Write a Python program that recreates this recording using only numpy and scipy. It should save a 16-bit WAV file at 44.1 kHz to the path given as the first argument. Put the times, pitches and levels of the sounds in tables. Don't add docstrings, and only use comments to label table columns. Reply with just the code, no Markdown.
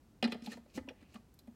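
import sys
import numpy as np
from scipy import signal
from scipy.fft import rfft, irfft
from scipy.io import wavfile

SR = 44100
rng = np.random.default_rng(int(sys.argv[2]) if len(sys.argv) > 2 else 0)


def master_out(mix):
    frames = np.transpose(np.atleast_2d(mix))
    ceiling = np.clip(frames, -1, 1)
    pcm = np.round(ceiling * 32767).astype(np.int16)
    wavfile.write(sys.argv[1], SR, pcm)


N = 68355
T = np.arange(N) / SR

# (time [s], six relative band levels from low to high [dB], ping pitch [Hz], ping level [dB])
KNOCKS = [(0.2257, -30.5, -43, -32.5, -40, -48.5, -56.5, 2908, -35.5),
          (0.2404, -42.5, -39.5, -35.5, -36, -50.5, -73, 4300, -46),
          (0.2505, -43, -44, -51, -46.5, -58, -70, 1363, -49.5),
          (0.2752, -44, -54.5, -45.5, -71, -60, -74, 2180, -57),
          (0.3205, -41.5, -46, -38, -45, -50.5, -59, 3086, -46),
          (0.3435, -43.5, -55.5, -60, -67, -67, -79, 595, -56),
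          (0.4210, -79, -66, -62, -67, -63, -84, 5200, -63),
          (0.4612, -69, -67, -49, -52, -54, -57.5, 4000, -48.5),
          (0.4720, -50, -60, -51.5, -91, -70, -71, 829.5, -46.5),
          (0.5182, -66, -55.5, -51.5, -63, -52.5, -64, 1766, -48.5),
          (0.5305, -53.5, -55.5, -54.5, -71, -58.5, -72, 4110, -53.5),
          (0.571, -52, -64, -69, -77, -68, -71, 955, -60),
          (0.6600, -65.5, -76.5, -90, -85, -86, -90, 599, -66.5),
          (0.7745, -44, -47.5, -51, -56.5, -56, -68, 511, -42.5),
          (0.876, -51.5, -75, -67, -88, -88, -88, 965, -60),
          (0.8873, -53, -53, -44.5, -61, -65.5, -72, 5570, -57.5),
          (0.906, -53.5, -69, -70, -89, -88, -90, 514, -50.5),
          (1.011, -73, -74, -80, -74.5, -76, -82, 1860, -87),
          (1.0260, -66, -71, -78, -75, -74, -85, 1981, -71),
          (1.1423, -58.5, -61.5, -62.5, -66, -60.5, -68, 2860, -62.5),
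          (1.1564, -55.5, -59, -57, -66, -74, -82, 1170, -54),
          (1.3404, -83, -88, -89, -81, -71, -64.5, 15400, -70),
          (1.3897, -71, -79, -70.5, -65, -61.5, -61, 4020, -67),
          (1.4737, -59, -70.5, -73, -81, -73.5, -75, 793, -68)]


def amp(db):
    return 10 ** (np.asarray(db) / 20)


def unit(x):
    return x / np.sqrt(np.mean(x ** 2))


def fade(t60):
    return np.exp(-np.log(1000) * T / t60)


def late(x, seconds):
    return np.pad(x, (int(seconds * SR), N))[:N]


def band_noise(low_hz, high_hz):
    band = signal.butter(5, [low_hz, high_hz], btype="band", fs=SR, output="sos")
    return unit(signal.sosfilt(band, rng.standard_normal(N)))


def colour(x, points):
    hz, db = np.array(points).T
    freqs = np.maximum(np.arange(N + 1) * SR / (2 * N), 1)
    gain = amp(np.interp(np.log(freqs), np.log(hz), db))
    bass_cut = np.minimum(freqs / hz[0], 1) ** 2
    return unit(irfft(rfft(x, 2 * N) * gain * bass_cut)[:N])


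def room(x, tail_db, t60, build_s=0.004):
    tail = rng.standard_normal(N) * fade(t60) * (1 - np.exp(-T / build_s))
    return x + amp(tail_db) * signal.fftconvolve(x, tail / np.linalg.norm(tail))[:N]


def room_rumble():
    # (frequency [Hz], relative level [dB])
    rumble_colour = [(28, -16), (42, -2), (75, 1.5), (150, -5.5), (240, -3), (340, -10), (520, -17),
                     (800, -20), (1500, -26), (2200, -30), (6500, -34), (16000, -39.5)]
    return amp(-64) * colour(rng.standard_normal(N), rumble_colour)


def scrapes(grains_per_s=1700, spread_db=1):
    # (start [s], peak time [s], fade time [s], level [dB], tilt above 3 kHz [dB per octave])
    slides = [(0.282, 0.321, 0.0072, -54, -10), (0.43, 0.443, 0.043, -56.5, -2.5),
              (0.477, 0.524, 0.019, -51, -4.5), (0.667, 0.702, 0.045, -70.5, -7),
              (0.728, 0.766, 0.01, -51.5, 0), (0.917, 1.018, 0.09, -69, -24),
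              (1.06, 1.16, 0.023, -66, -3.5)]
    # (frequency [Hz], relative level [dB])
    scrape_colour = [(250, 5.5), (480, 6), (1100, -9), (1900, -7.5), (2550, 2.5), (3400, -6.5),
                     (4150, -0.5), (5500, -2), (7300, -2), (9000, -10.5), (11000, -11), (16000, -17)]
    out = np.zeros(N)
    for start, peak, release, db, tilt in slides:
        slips = rng.random(N) < grains_per_s / SR
        grains = slips * rng.choice([-1, 1], N) * amp(spread_db * rng.standard_normal(N))
        tilted = [(hz, level + tilt * max(np.log2(hz / 3000), 0)) for hz, level in scrape_colour]
        push = np.clip((T - start) / (peak - start), 0, 1) ** 1.4
        catch = np.exp(-np.maximum(T - peak, 0) / release)
        out += amp(db) * push * catch * colour(grains, tilted)
    return room(out, tail_db=-12, t60=0.23)


def swing(start, hz, db, swell_s, t60, release_s=0.0046):
    rise = np.sin(np.pi / 2 * np.minimum(T / swell_s, 1))
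    after = np.maximum(T - swell_s, 0)
    decay = np.exp(-np.log(1000) * after ** 2 / (t60 * (after + release_s)))
    return late(np.sqrt(2) * amp(db) * rise * decay * np.sin(2 * np.pi * hz * T), start)


def thumps(echo_s=0.034, echo_db=-13.5, boom_hz=234.2, boom_db=-16):
    # (time [s], pitch [Hz], level [dB], swell [s], t60 [s])
    swings = [(0.2289, 229, -32, 0.0052, 0.13), (0.2420, 233.6, -27.5, 0.019, 0.02),
              (0.3238, 228, -41.5, 0.0076, 0.03), (0.3520, 228, -42.5, 0.0055, 0.048),
              (0.4222, 236, -44, 0.004, 0.086), (0.4750, 223, -37.5, .011, 0.058),
              (0.5560, 230, -49, 0.0033, 0.069), (0.581, 229, -51, 0.0052, 0.063),
              (0.749, 205.8, -47.5, 0.023, 0.069), (0.777, 256.8, -33.5, 0.0027, 0.043),
              (0.791, 77, -55.5, 0.028, 0.11), (0.847, 256, -50, 0.01, 0.056),
              (0.8810, 262, -46, 0.002, 0.064), (1.024, 254, -54, 0.0036, 0.045),
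              (1.1470, 221.5, -46.5, 0.019, 0.022), (1.477, 231, -46.5, 0.011, 0.068)]
    rocking = sum(swing(*row) for row in swings)
    room_ring = fade(t60=0.39) * np.cos(2 * np.pi * boom_hz * T)
    boom = unit(signal.fftconvolve(rocking, room_ring)[:N]) * np.std(rocking)
    return rocking + late(amp(echo_db) * rocking + amp(boom_db) * boom, echo_s)


def pings(tones=5, pitch_spread=0.03, rise_cycles=0.9):
    out = np.zeros(N)
    size = N // 12
    t = T[:size]
    for start, *_, hz, db in KNOCKS:
        t60 = 0.058 * (hz / 1000) ** -0.14
        shape = (1 - np.exp(-t * hz / rise_cycles)) * fade(t60)[:size]
        shape /= shape.max()
        cluster_hz = hz * (1 + pitch_spread * rng.standard_normal((tones, 1)))
        phases = rng.random((tones, 1))
        ring = shape * np.sin(2 * np.pi * (cluster_hz * t + phases)).sum(axis=0)
        ring *= np.linalg.norm(shape) / np.linalg.norm(ring)
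        out += late(amp(db) * ring, start)
    return room(out, tail_db=-14.5, t60=0.17)


def clacks(crack_db=-1.5, snap_db=-8.5, longest_ring_s=0.12):
    # (low edge [Hz], high edge [Hz], rise [s], t60 [s], room tail level [dB], room t60 [s])
    bands = [(309, 842, 0.0039, 0.058, -12, 0.31), (1060, 2250, 0.0017, 0.069, -15, 0.63),
             (2293, 3524, 0.00014, 0.055, -19.5, 0.6), (3540, 5320, 0.0015, 0.056, -16.5, 0.43),
             (5300, 10200, 0.00025, 0.046, -19.5, 0.37), (10800, 14900, 0.00025, 0.046, -15, 0.15)]
    # (pitch [Hz], level relative to its band [dB], t60 before the longest_ring_s limit [s])
    casing_tones = [(447, -6.5, 0.035), (582, -6.5, 0.087), (852, -9, 0.14), (1241, -13, 0.12),
                    (1376, -16, 0.22), (1787, 0.5, 0.033), (1995, -5.5, 0.063), (2472, -7.5, 0.071),
                    (2851, -12, 0.068), (3480, -18, 0.06), (3542, -11, 0.044), (4070, -1.5, 0.055),
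                    (4640, -12, 0.08), (5100, -35, 0.054)]
    out = np.zeros(N)
    size = N // 6
    t = T[:size]
    snap = amp(snap_db) * fade(t60=0.015)
    for k, (low, high, rise, t60, tail_db, room_t60) in enumerate(bands):
        attack = 1 - np.exp(-(t / rise) ** 2)
        shape = attack * (fade(t60) + snap)[:size]
        shape /= shape.max()
        rings = [(hz, amp(db) * attack * fade(min(ring_s, longest_ring_s))[:size])
                 for hz, db, ring_s in casing_tones if low <= hz < high]
        noise = band_noise(low, high)
        band = np.zeros(N)
        for start, *levels, _, _ in KNOCKS:
            crack = np.roll(noise, rng.integers(N))[:size] * shape
            hit = amp(crack_db) * crack * np.linalg.norm(shape) / np.linalg.norm(crack)
            for (hz, ring_shape), phase in zip(rings, rng.random(len(casing_tones))):
                hit += np.sqrt(2) * ring_shape * np.sin(2 * np.pi * (hz * t + phase))
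            band += late(amp(levels[k]) * hit, start)
        out += room(band, tail_db, room_t60)
    return out


def scene():
    return (room_rumble() + clacks() + pings() + thumps() + scrapes())[None]


def record(dry, top_hz=16100):
    low_pass = signal.ellip(10, 0.2, 70, top_hz, fs=SR, output="sos")
    return signal.sosfilt(low_pass, dry)


dry = scene()
out = record(dry)
master_out(out)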